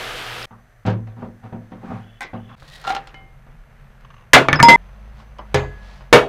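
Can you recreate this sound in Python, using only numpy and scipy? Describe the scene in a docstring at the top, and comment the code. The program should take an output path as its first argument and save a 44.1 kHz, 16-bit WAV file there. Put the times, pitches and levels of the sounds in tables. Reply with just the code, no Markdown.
"""A bowl is set down hard by a steel grip and rings, after fried pieces slide out of it; in a home kitchen, four shots.
Blows are noisy contacts plus decaying modes, answered by a small hard room; a pan also bangs on the burner.
Dull knocks and drags on a far counter are softer blows and gritty noise; milk hisses in a hot pan as noise,
ticks and damped sines. Appliances hum in narrow noise bands, a vehicle revs outside as unsteady sine orders,
and the loudest blows overload the microphone."""
import sys
import numpy as np
from scipy import signal
from scipy.fft import rfft, irfft, next_fast_len
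from scipy.io import wavfile
from scipy.ndimage import uniform_filter1d

SR = 44100
rng = np.random.default_rng(int(sys.argv[2]) if len(sys.argv) > 2 else 0)


def store_wav(level_fs):
    """Save 16-bit WAV to argv[1]."""
    pcm = np.round(np.clip(np.atleast_2d(level_fs), -1, 1) * 32767)
    wavfile.write(sys.argv[1], SR, pcm.T.astype(np.int16))


def how_loud(loudness_db):
    """Turn decibels into a plain amplitude multiplier (0 dB gives 1, 20 dB gives 10)."""
    steps = np.asarray(loudness_db, float) / 20
    return 10 ** steps


N = 276948
TIME = np.arange(N) / SR


def unit(x):
    """Scales to rms 1."""
    return x / np.sqrt(np.mean(x ** 2) + 1e-20)


def along(points, hz):
    """Interpolates (f/Hz, value) points on a log frequency axis."""
    f, v = np.transpose(points)
    return np.interp(np.log(hz + 1), np.log(f + 1), v)


def filtered(x, response):
    """Multiplies the spectrum of x by a response of frequency."""
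    m = next_fast_len(len(x) + 8192)
    return irfft(rfft(x, m) * response(np.fft.rfftfreq(m, 1 / SR)), m)[:len(x)]


def narrow(hz, width_hz):
    """Noise of rms 1 in one narrow band; width at half amplitude."""
    return unit(filtered(rng.standard_normal(N), lambda f: 1 / (1 + ((f - hz) / width_hz * 2) ** 2)))


def bands(rows):
    """Sum of narrow noise bands from (f/Hz, width/Hz, level/dB) rows."""
    return sum(how_loud(db) * narrow(hz, width_hz) for hz, width_hz, db in rows)


def gritty(tone, per_second, spread_db, share):
    """Noise mixed with random ticks of uneven size, in one colour, rms 1."""
    signs = rng.choice([-1, 1], N)
    ticks = (rng.random(N) < per_second / SR) * signs * how_loud(spread_db * rng.standard_normal(N))
    mix = share * unit(ticks) + rng.standard_normal(N)
    return unit(filtered(mix, lambda hz: how_loud(along(tone, hz))))


def level(rows):
    """Gain per sample from (t/s, level/dB) rows, with soft ends and near silence outside."""
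    s, db = np.transpose(rows)[:2]
    return how_loud(np.interp(TIME, np.r_[s[0] - .01, s, s[-1] + .02], np.r_[-110, db, -110]))


def strokes(rows, drop_db):
    """Gain of strokes with rounded tops, drop_db lower at both ends."""
    shape = np.linspace(-1, 1, 9)
    gain = 0
    for start, top, end, db in rows:
        s = top + np.where(shape < 0, top - start, end - top) * shape
        gain = gain + level(np.c_[s, db - drop_db * shape ** 2])
    return gain


# shot boundaries: t/s
SHOTS = [0, .459, 2.555, 4.761, 6.28]


def shot(index):
    """1 inside a shot, 0 elsewhere."""
    return (TIME >= SHOTS[index]) * (TIME < SHOTS[index + 1])


def add(out, s, sound):
    """Lays a sound down at s; it stops where its shot ends."""
    start, end = round(s * SR), round(SHOTS[np.searchsorted(SHOTS, s)] * SR)
    out[start:end][:len(sound)] += sound[:end - start]


# small hard room: f/Hz, t60/s
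ROOM = [(80, 0.043), (210, 0.33), (560, 0.24), (1470, 0.19), (3880, 0.14), (10200, 0.041)]


def room_tail(t, linger):
    """Reverberant noise with a new uneven decay in each band, linger times the room's t60."""
    hz, frame_s, z = signal.stft(rng.standard_normal(len(t)), SR, nperseg=256)
    patches = uniform_filter1d(rng.standard_normal(z.shape), size=2, axis=0)
    patches = unit(uniform_filter1d(patches, size=6, axis=1))
    decay_db = 60 * frame_s / along(ROOM, hz)[:, None] / linger
    tail = signal.istft(z * how_loud(3.34 * patches - decay_db), SR, nperseg=256)[1][:len(t)]
    return tail * (1 - np.exp(-t / 0.0088))  # reflections take a few ms to build up


FAVOUR_DB, FAVOUR_OCTAVES = 6.5, .22  # lift of modes near the favoured pitch, and its reach


def mode_ring(modes, t, blur_hz, tilt_db, favoured_hz):
    """Decaying modes smeared by phase drift; strike place tilts them around 1 kHz or favours one pitch."""
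    walk = rng.standard_normal((len(modes), len(t)))
    drift = np.cumsum(walk, axis=1) * np.sqrt(2 * np.pi * blur_hz / SR)
    drift = uniform_filter1d(uniform_filter1d(drift, size=40, axis=1), size=40, axis=1)
    ring = 0
    for (hz, db, t60_s), phase in zip(modes, drift):
        favour = FAVOUR_DB * np.exp(-(np.log2(hz / favoured_hz) / FAVOUR_OCTAVES) ** 2)
        start_db = db + tilt_db * np.log2(hz / 1000) + favour + rng.standard_normal()
        ring = ring + how_loud(start_db - 60 * t / t60_s) * np.sin(2 * np.pi * hz * t + phase)
    return ring


def blows(table, modes, bass_db, treble_db, ring_db, room_db, contact_s, tail_loss_10k_db, blur_hz, linger,
          tilt_db=0, favoured_hz=1):
    """Each blow is a short noisy contact, the object's modes and a duller room tail, set relative to its level."""
    out, t = np.zeros(N), np.arange(SR * 3 // 5) / SR
    rows = np.broadcast(*np.transpose(table)[:2], bass_db, treble_db, ring_db, room_db, tilt_db, favoured_hz)
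    for s, db, bass, treble, ringing, room, tilt, favoured in rows:
        colour = np.array([(40, bass - 14), (150, bass + 10.5), (1200, 0), (3600, 0.49 * treble - 3),
                           (6500, treble - 6), (16000, 2.0 * treble - 24)])
        rise = 1 - np.exp(-t / (0.31 * contact_s))
        burst = 3 * rng.standard_normal(len(t)) * np.exp(-t / contact_s)
        contact = filtered(burst, lambda f: how_loud(along(colour, f)))
        tail = filtered(how_loud(room) * room_tail(t, linger),
                        lambda f: how_loud(along(colour, f) - tail_loss_10k_db * f / 10 ** 4))
        ring = how_loud(ringing) * mode_ring(modes, t, blur_hz, tilt, favoured)
        add(out, s, how_loud(db) * rise * (contact + tail + ring))
    return out


# bowl onto stove: t/s, level/dB, bass/dB, treble/dB, room/dB (before a common -3.5)
SET_DOWN = [(4.333, 15.5, -21, -11, 6), (4.627, -0.3, 1.5, -2, -3.5), (4.684, 5, -2, -22.5, 5)]
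# stove modes: f/Hz, level/dB, t60/s
STOVE = [(132, -18, 0.52), (270.4, -9, 0.26), (427, -14, 0.32), (495.5, -8.5, 0.21), (656, -13, 0.38),
         (976, -11, 0.18), (1056.6, -11, 0.17), (1411, -4.5, 0.18), (1690, -3.5, 0.15), (1976, -4.5, .14),
         (2073, 0.5, 0.14), (2340, -6, .17), (2760, -13, 0.19), (3410, -15.5, 0.19)]


def set_down():
    """The bowl lands hard and excites the stove's modes."""
    bass_db, treble_db, room_db = np.transpose(SET_DOWN)[2:]
    return blows(SET_DOWN, STOVE, bass_db, treble_db, ring_db=-13.5, room_db=room_db - 3.5, contact_s=0.0028,
                 tail_loss_10k_db=6.5, blur_hz=4.3, linger=0.98)


# free strikes: t/s, level/dB, favoured f/Hz, loss one octave away/dB (grows with octaves squared)
FREE = [(4.628, 0.11, 1994, 0.1), (4.685, 15.56, 2326, 33)]
# empty bowl modes: f/Hz, level/dB, t60/s
BOWL = [(936, 0.1, 1.4), (2054, -15, 0.66), (5059, -9.5, 0.2), (3420, -28, 0.5), (6820, -15, 0.052)]


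def bowl():
    """The empty glass bowl rings in clear modes; strike place decides which it favours."""
    out, t = np.zeros(N), np.arange(SR // 4) / SR
    for s, strike_db, favoured_hz, narrow_db in FREE:
        ring = 0
        for hz, db, t60_s in BOWL:
            start_db = db - narrow_db * np.log2(hz / favoured_hz) ** 2
            ring = ring + how_loud(start_db - 60 * t / t60_s) * np.sin(2 * np.pi * hz * t)
        add(out, s, how_loud(strike_db) * ring * (1 - np.exp(-t / 0.0015)))
    return out


# foot contacts: t/s, level/dB, treble/dB, ring/dB, favoured f/Hz
TAPS = [(4.4856, 4.5, -21.5, -17, 2200), (4.5294, 4.5, -13, -14, 1700), (4.59, -14, -52.5, -9.5, 1220),
        (4.595, -6, -50, -9, 1300), (4.601, 2, -39.5, -10, 1980)]
# foot modes: f/Hz, level/dB, t60/s
FOOT = [(137.5, -7, 0.5), (257, -8, .15), (1220, -1.5, 0.045), (1420, -2, 0.045), (1769, -1, 0.06),
        (2000, -4, .03), (2248, -6, 0.09), (6300, -30, 0.1), (9000, -46, .09), (11700, -49, .09)]


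def foot_taps():
    """The bowl rocks on its foot in very short contacts."""
    treble_db, ring_db, favoured_hz = np.transpose(TAPS)[2:]
    return blows(TAPS, FOOT, -20.0, treble_db, ring_db, room_db=-3.5, contact_s=0.0011, tail_loss_10k_db=17.0,
                 blur_hz=25, linger=0.9, favoured_hz=favoured_hz)


# thin high chink: t/s, level/dB
CHINK = [(4.557, -42.5)]
# its modes: f/Hz, level/dB, t60/s
CHINK_RING = [(2650, -4, .03), (5055, -7, .2), (5350, 2.5, .03)]


def chink():
    """A thin chink, nearly all high modes."""
    return blows(CHINK, CHINK_RING, bass_db=-25.5, treble_db=-2.0, ring_db=21.5, room_db=-9, contact_s=.003,
                 tail_loss_10k_db=8.5, blur_hz=1.5, linger=.6)


# grip clinks: t/s, level/dB
CLINKS = [(3.142, -31.5)]
# steel grip modes: f/Hz, level/dB, t60/s
GRIP = [(775, -4, .7), (1378, -4, .2), (2121, 0, .55), (2988, -4, .33)]


def grip_clinks():
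    """The steel grip clinks with little phase blur."""
    return blows(CLINKS, GRIP, bass_db=-8.0, treble_db=-18.0, ring_db=-11.0, room_db=-3.5, contact_s=0.005,
                 tail_loss_10k_db=8, blur_hz=0.39, linger=2.3)


RATTLE_S, RATTLE_DB, RATTLE_LOSS_DB = 4.047, -35.5, 1.2  # first contact, its mean level, loss per contact
FIRST_GAP_S, GAP_RATIO, LEAST_GAP_S = .056, .66, .014


def chatter(count):
    """Contacts (t/s, level/dB) whose gaps shrink to a steady buzz."""
    k = np.arange(count)
    gaps_s = np.maximum(FIRST_GAP_S * GAP_RATIO ** k, LEAST_GAP_S)
    db = RATTLE_DB - RATTLE_LOSS_DB * k + .8 * rng.standard_normal(count)
    return np.c_[RATTLE_S + np.cumsum(gaps_s) - gaps_s, db]


# loose part modes: f/Hz, level/dB, t60/s
LOOSE_PART = [(1100, 0, .035), (2800, -3, .025), (6200, -18, .04)]


def rattle():
    """A loose part chatters ever faster, then evenly, as the bowl is lowered."""
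    return blows(chatter(count=9), LOOSE_PART, bass_db=-35.5, treble_db=-28, ring_db=-4.0, room_db=-6,
                 contact_s=0.0057, tail_loss_10k_db=9, blur_hz=86, linger=.4)


# pieces on the tipped bowl: t/s, level/dB, treble/dB, ring/dB, favoured f/Hz
TUMBLE = [(2.622, -29.5, -46, -38, 800), (2.814, -47, 6, -17, 4120), (2.841, -27.5, -14, -10, 3500),
          (2.849, -22.5, -14, -13, 1380), (2.87, -18.5, -17, -8, 1380), (2.876, -18.5, -7, -5.5, 3120),
          (2.894, -27.5, -1.5, -2, 1380), (2.903, -14, -14, -6, 786), (2.921, -18.5, -18, -12, 786),
          (2.949, -19.5, -7, -9, 5400), (2.964, -18.5, -16, -5, 2960), (3.072, -30, -7.5, -14, 3500)]
# full bowl modes: f/Hz, level/dB, t60/s
FULL_BOWL = [(786, 1, 0.17), (1380, 1, 0.086), (2825, -8, 0.037), (3120, -8, 0.022), (3500, -9, 0.033),
             (4120, -8, 0.034), (5400, -19, 0.038)]


def tumble():
    """Pieces knock the tipped bowl, whose modes die fast."""
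    treble_db, ring_db, favoured_hz = np.transpose(TUMBLE)[2:]
    return blows(TUMBLE, FULL_BOWL, -21, treble_db, ring_db, room_db=-0.5, contact_s=0.0028, tail_loss_10k_db=3,
                 blur_hz=10.5, linger=1.0, favoured_hz=favoured_hz)


# food on glass: start/s, top/s, end/s, top level/dB (before jerks)
SLIDE = [(2.55, 2.75, 2.92, -48), (2.83, 2.9, 3.024, -44.5)]
# friction colour: f/Hz, relative density/dB
SLIDE_TONE = [(900, -30), (1800, -4.5), (4200, 2), (6000, -9.5), (10000, -16), (15500, -24.5)]
# glass bands: f/Hz, width/Hz, level/dB
SLIDE_RING = [(1900, 170, -5.5), (3810, 390, -10)]


def slide():
    """Food slides on glass: gritty noise and glass bands, jerked by stick and slip."""
    jerks = how_loud(3 * narrow(0, 70))
    grit = gritty(SLIDE_TONE, per_second=230, spread_db=5.5, share=0.71)
    return strokes(SLIDE, drop_db=25.5) * jerks * (grit + bands(SLIDE_RING))


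# pan clips burner and bounces: t/s, level/dB, treble/dB, ring/dB
BANGS = [(5.543, -9, -5.5, -1), (5.556, -13, -20, -38)]
# pan modes: f/Hz, level/dB, t60/s
PAN = [(83, -8, .5), (131, -4, .41), (415, 0, .29), (514, -3, .22), (808, -5, .18), (924, -11, .25),
       (1685, -25, 1.2), (1717, -11, .17), (2037, -23, .45), (2428, -21, .23), (4048, -37, .4),
       (4592, -41, .5), (6406, -31, .2), (6508, -32, .3), (7273, -36, .33)]


def pan_bangs():
    """The pan clips the burner and bounces, ringing its modes."""
    treble_db, ring_db = np.transpose(BANGS)[2:]
    return blows(BANGS, PAN, -13.5, treble_db, ring_db, room_db=5.0, contact_s=0.0044, tail_loss_10k_db=17.5,
                 blur_hz=2.1, linger=1.28)


# pan lands flat: t/s, level/dB
SLAM = [(6.127, 6)]
# pan pressed on the grate, modes: f/Hz, level/dB, t60/s
SEATED = [(124, -15, .3), (657, -10, .3), (413, -7, .4), (491, 0, .23), (603, -4, .22), (929, -3, .19),
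          (1071, -4, .1), (1803, -7, .16), (2252, -9, .19), (2756, -14, .16), (3480, -15, .14),
          (3682, -15, .16)]


def pan_slam():
    """The pan lands flat and rings as pressed on the grate."""
    return blows(SLAM, SEATED, bass_db=-13.5, treble_db=-13.0, ring_db=-5.0, room_db=5.0, contact_s=0.003,
                 tail_loss_10k_db=6.0, blur_hz=11, linger=1.2)


# hard blows on the stove: t/s, level per mode/dB, base t60/s
CRASHES = [(4.334, -26, 0.19), (5.545, -53.5, 0.29), (6.128, -28.5, 0.21)]
# clearest steel modes: f/Hz, level/dB (before scatter), t60 over base
STEEL_TOP = [(3284, 2, 1.3), (6005, -7, 1.35), (6700, -3, 1.0), (9590, -16, 1.3)]
DENSE_LOW_HZ, DENSE_HIGH_HZ, DENSE_TILT_DB = 2504, 15470, -11  # crowd of weaker modes; tilt per octave
DENSE_SCATTER_DB, T60_SPREAD, T60_FALL = 4, .15, .15  # level spread, log t60 spread, t60 power of falling with f


def stove_top(count):
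    """A crowd of close steel modes, uneven in level and decay, shimmers after each hard blow."""
    out, t = np.zeros(N), np.arange(SR // 4) / SR
    crowd_hz = DENSE_LOW_HZ + (DENSE_HIGH_HZ - DENSE_LOW_HZ) * rng.random(count)
    ratio = crowd_hz / DENSE_LOW_HZ
    crowd_stretch = np.exp(T60_SPREAD * rng.standard_normal(count)) * ratio ** -T60_FALL
    crowd = np.c_[crowd_hz, DENSE_TILT_DB * np.log2(ratio), crowd_stretch]
    hz, db, stretch = np.r_[crowd, STEEL_TOP].T[:, :, None]
    for s, crash_db, t60_s in CRASHES:
        scatter_db = DENSE_SCATTER_DB * rng.standard_normal(hz.shape)
        phase = 2 * np.pi * rng.random(hz.shape)
        decay = how_loud(db + scatter_db - 60 * t / (t60_s * stretch))
        ring = np.sum(decay * np.sin(2 * np.pi * hz * t + phase), axis=0)
        add(out, s, how_loud(crash_db) * ring * (1 - np.exp(-t / 0.0019)))
    return out


# small steel ticks: t/s, level/dB, treble/dB, room/dB
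TICKS = [(4.009, -46, -2, 3), (5.201, -33.5, -35, 6), (5.385, -25.5, -18, 4), (5.392, -19.5, -83, 3.5),
         (6.008, -29, -32, 0)]
# loose steel modes: f/Hz, level/dB, t60/s
HOOK = [(599, -4, 0.088), (1046, 1.5, 0.032), (2020, -22, 0.28), (2970, -10, 0.047), (5060, -21, 0.068)]


def steel_ticks():
    """Small loose steel parts tick in very short contacts."""
    treble_db, room_db = np.transpose(TICKS)[2:]
    return blows(TICKS, HOOK, -23.0, treble_db, -11.5, room_db, contact_s=0.0012, tail_loss_10k_db=20,
                 blur_hz=40.7, linger=0.8)


# shaken contents: start/s, top/s, end/s, top level/dB
SLOSH = [(5.14, 5.2, 5.26, -55.5), (5.73, 5.92, 6.09, -51.5)]
# slosh colour: f/Hz, relative density/dB
SLOSH_TONE = [(350, -31), (600, 1.5), (1830, -4), (4350, -6), (12000, -32.5), (15600, -81)]


def slosh():
    """The shaken pan's contents slosh: swells of dense gritty noise."""
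    return strokes(SLOSH, drop_db=20) * gritty(SLOSH_TONE, per_second=1100, spread_db=5.0, share=0.81)


BUBBLE_HZ, BUBBLE_SPREAD, BUBBLE_CYCLES = 1880, 0.44, 6.5  # median pitch, log spread, life


def bubbles(count):
    """Small bubbles burst in the first shot: damped sines of scattered pitch and size, rms 1."""
    when, pitch, size = rng.random(count), rng.standard_normal(count), rng.exponential(size=count)
    hz, n = BUBBLE_HZ * np.exp(BUBBLE_SPREAD * pitch)[:, None], np.arange(1024)
    cycles = hz * n / SR
    envelope = cycles * np.exp(-3 * cycles / BUBBLE_CYCLES)
    grains = how_loud(3 * size)[:, None] * np.sin(2 * np.pi * cycles) * envelope
    places = (when * SHOTS[1] * SR).astype(int)[:, None] + n
    out = np.bincount(places.ravel(), grains.ravel(), N)
    return out / np.std(out[:round(SHOTS[1] * SR)])


# hiss: t/s, level/dB
FRYING = [(0.0, -30), (0.455, -33)]
# hiss colour: f/Hz, relative density/dB
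FRY_TONE = [(200, -14.5), (507, -0.5), (566, -6), (680, -2), (1070, -6.5), (1220, -1), (2530, -5),
            (3040, -3), (6910, -21), (13100, -26), (15700, -36)]


def frying():
    """Cold milk on hot steel: dense fine spitting and bursting bubbles."""
    spitting = gritty(FRY_TONE, per_second=1100, spread_db=1.5, share=0.65)
    return shot(0) * level(FRYING) * (spitting + how_loud(-14) * bubbles(count=300))


# counter knocks: t/s, level/dB, weight/dB (adds bass and ring), treble/dB
THUDS = [(0.508, -33.5, -37, -58), (0.851, -25, -3.5, -30), (0.861, -26.5, -0.5, -10),
         (0.871, -20, 0.5, -26), (0.898, -36.5, -4, -7.5), (1.07, -42, -11, -21), (1.167, -43.5, 9, -53),
         (1.221, -32, 0, -51), (1.434, -37.5, -5, -37), (1.524, -35, 10.5, -36), (1.718, -36, -1.5, -31),
         (1.831, -37.5, 4, -44), (1.902, -25, -15, -78), (2.332, -29, -5, -37), (2.49, -35, -51, -34),
         (3.464, -50, -2.5, -28)]
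# counter modes: f/Hz, level/dB, t60/s
COUNTER = [(109.7, 2, 0.77), (185.5, 0.5, 0.47), (231.3, 4, 0.48), (279, -13, 0.26), (413, -9.5, .3),
           (514, -6.5, 0.38), (655, -6.5, 0.2), (759, -1.5, 0.19), (940, -8.5, 0.2)]
RING_PER_WEIGHT = 0.31  # dB per dB
LIGHT_TILT, FIRM_DB = 0.061, -20.5  # upper-mode tilt: dB per octave for each dB under a firm knock


def counter_thuds():
    """Dull far knocks; weight rings the counter more, lighter ones favour its upper modes."""
    peak_db, weight_db, treble_db = np.transpose(THUDS)[1:]
    return blows(THUDS, COUNTER, weight_db, treble_db, ring_db=-0.5 + RING_PER_WEIGHT * weight_db, room_db=6.5,
                 contact_s=0.0057, tail_loss_10k_db=0.5, blur_hz=2.75, linger=1.26,
                 tilt_db=LIGHT_TILT * (FIRM_DB - peak_db))


# far hard object: t/s, level/dB, favoured f/Hz
KNOCK = [(2.207, -30.5, 2310), (2.218, -35, 1500), (2.229, -35.5, 2050)]
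# its modes: f/Hz, level/dB, t60/s
HARD = [(718, -5.5, 0.11), (808, -1.5, 0.13), (1050, -5, 0.12), (1550, 0.5, 0.11), (1930, -4, .22),
        (2051, -6.5, .25), (2230, -9, 0.14), (2370, -14.5, 0.27), (3520, -16, .17)]


def hard_knock():
    """A harder object struck further off rattles in short blurred blows."""
    return blows(KNOCK, HARD, bass_db=-13.5, treble_db=2.5, ring_db=-0.5, room_db=8.0, contact_s=0.0021,
                 tail_loss_10k_db=16, blur_hz=41, linger=1.3, favoured_hz=np.transpose(KNOCK)[2])


# heavy pull along the counter: start/s, top/s, end/s, top level/dB
DRAG = [(1.15, 1.215, 1.33, -41.5), (1.41, 1.46, 1.53, -42), (1.79, 1.92, 2.072, -34.5),
        (2.44, 2.53, 3.3, -44)]
# drag colour: f/Hz, relative density/dB
DRAG_TONE = [(47, -17), (80, -30.5), (114, 7.5), (163, -10.5), (238, -3.5), (347, -37.5), (990, -16.5),
             (1440, -20), (12000, -61), (15600, -100)]
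# ringing band: f/Hz, width/Hz, level/dB
DRAG_RING = [(772, 63, -11)]


def drag():
    """Something heavy rubs along the counter: sparse gritty noise and a ringing band."""
    grit = gritty(DRAG_TONE, per_second=74, spread_db=0.0, share=0.39)
    return shot(1) * strokes(DRAG, drop_db=19.5) * (grit + bands(DRAG_RING))


# airy squeaks: start/s, top/s, end/s, top level/dB
SQUEAK = [(2.004, 2.073, 2.19, -60.5), (2.366, 2.486, 3.8, -59.5)]
# sliding bands: start f/Hz, end f/Hz, width/Hz, level/dB
SQUEAK_TONE = [(2620, 2690, 100, -9), (2870, 3010, 130, -4), (3190, 3390, 170, -1.5)]
SQUEAK_SLIDE_S = .045


def squeak():
    """Faint friction squeaks: narrow noise bands slide up to their pitch."""
    starts = np.transpose(SQUEAK)[0]
    since_s = np.abs(TIME - starts[np.clip(np.searchsorted(starts, TIME) - 1, 0, None)])
    slid = 1 - np.exp(-(since_s / SQUEAK_SLIDE_S) ** 2)
    tone = 0
    for low_hz, high_hz, width_hz, db in SQUEAK_TONE:
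        cycles = np.cumsum(low_hz + (high_hz - low_hz) * slid) / SR
        tone = tone + how_loud(db) * narrow(0, width_hz) * np.sin(2 * np.pi * cycles)
    return shot(1) * strokes(SQUEAK, drop_db=3) * unit(tone)


# vehicle outside: t/s, firing f/Hz, level/dB
ENGINE = [(4.771, 42, -43.5), (4.951, 49.95, -45), (5.15, 55, -44.5), (5.4, 51.9, -48.5),
          (5.599, 49.7, -40), (5.9, 47.15, -49.5), (6.28, 44.2, -48.5)]
# firing orders: multiple, level/dB
ORDERS_OUT = [(1, 4), (2, -9.5), (4, -11.5)]


def engine():
    """Low firing orders of a far revving engine, each a little unsteady in level."""
    s, hz, db = np.transpose(ENGINE)
    phase = 2 * np.pi * np.cumsum(np.interp(TIME, s, hz)) / SR
    orders = 0
    for multiple, order_db in ORDERS_OUT:
        orders = orders + how_loud(order_db + 2 * narrow(0, 3.8)) * np.sqrt(2) * np.sin(multiple * phase)
    return shot(3) * how_loud(np.interp(TIME, s, db)) * orders


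# pan still ringing as the last shot opens: f/Hz, level/dB, t60/s
AFTER_RING = (1800, -60, .6)


def after_ring():
    """A decaying narrow band: the pan still rings."""
    hz, db, t60_s = AFTER_RING
    return how_loud(db - 60 * np.abs(TIME - SHOTS[3]) / t60_s) * shot(3) * narrow(hz, 16)


# background noise colour in each of the last three shots: f/Hz, relative density/dB
NOISE_TONE = [
    [(150, -36), (250, -15), (695, -4.5), (1000, -13.5), (1210, -9), (1800, -7), (2550, -18.5), (5950, -32),
     (15700, -45)],
    [(150, -55.5), (250, -18.5), (518, -6.5), (870, -9), (1130, -9.5), (1680, -8.5), (2180, -13.5),
     (15700, -55.5)],
    [(150, -30.5), (250, -21), (313, -6), (527, 3), (798, 1.5), (1830, -2.5), (4920, -20.5), (6160, -28),
     (15700, -38)],
]
# background noise in the same shots, swelling with room reverberation around the blows: t/s, level/dB
NOISE_LEVEL = [
    [(0.48, -60), (1.4, -59), (1.89, -55.5), (2.55, -58)],
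    [(2.57, -58), (2.95, -44.5), (3.22, -58), (4.1, -55.5), (4.32, -58)],
    [(4.78, -53), (5.44, -54.5), (5.592, -48.5), (5.988, -53.5), (6.12, -54)],
]


def background_noise():
    """Gritty background noise, coloured for each shot, swells with room reverberation around the blows."""
    out = np.zeros(N)
    for index, (tone, rows) in enumerate(zip(NOISE_TONE, NOISE_LEVEL)):
        gain = how_loud(np.interp(TIME, *np.transpose(rows)))
        out += shot(index + 1) * gain * gritty(tone, per_second=250, spread_db=2.5, share=0.5)
    return out


# appliance hum in each shot: f/Hz, width/Hz, level/dB rms
HUM = [
    [(34.4, 24, -48.5), (119, 20, -46.5), (182, 88, -53.5)],
    [(34.5, 24, -54), (115, 29, -57), (6120, 290, -80)],
    [(35, 15, -47), (135.6, 39, -50.5), (77, 44, -57.5), (215.1, 31, -64.5), (6150, 300, -82.5)],
    [(30.6, 12, -55), (55, 27, -53.5), (135.5, 10.6, -54), (207, 51, -58), (6100, 310, -77)],
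]


def hum():
    """Appliances hum in wavering narrow bands that differ from shot to shot."""
    return sum(shot(index) * bands(rows) for index, rows in enumerate(HUM))


def scene():
    """All sources, heard by one microphone."""
    out = set_down() + bowl() + foot_taps() + chink() + grip_clinks() + rattle() + tumble() + slide()
    out += pan_bangs() + pan_slam() + stove_top(count=900) + steel_ticks() + slosh()
    out += frying() + counter_thuds() + hard_knock() + drag() + squeak()
    out += engine() + after_ring() + background_noise() + hum()
    return out[None]


# microphone hiss colour: f/Hz, relative density/dB
MIC_HISS = [(2500, -120), (4000, -1), (14500, 0), (15800, -40.5)]


def mic_hiss():
    """Faint microphone hiss: coloured noise without ticks."""
    return how_loud(-75.0) * gritty(MIC_HISS, per_second=0, spread_db=0, share=0)


def top_cut(x):
    """Nothing passes above the cut-off."""
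    return signal.sosfilt(signal.butter(12, 15860, fs=SR, output="sos"), x)


def record(dry):
    """The microphone hisses faintly and clips near full scale; joins fade out fast and in slowly."""
    dry = dry + mic_hiss()
    mix = dry / (1 + np.abs(dry / .99) ** 24) ** (1 / 24)
    for s in SHOTS[1:-1]:
        mix = mix * np.clip(np.maximum((s - TIME) / .002, (TIME - s) / .015), 0, 1)
    return top_cut(mix)


dry = scene()
out = record(dry)
store_wav(out)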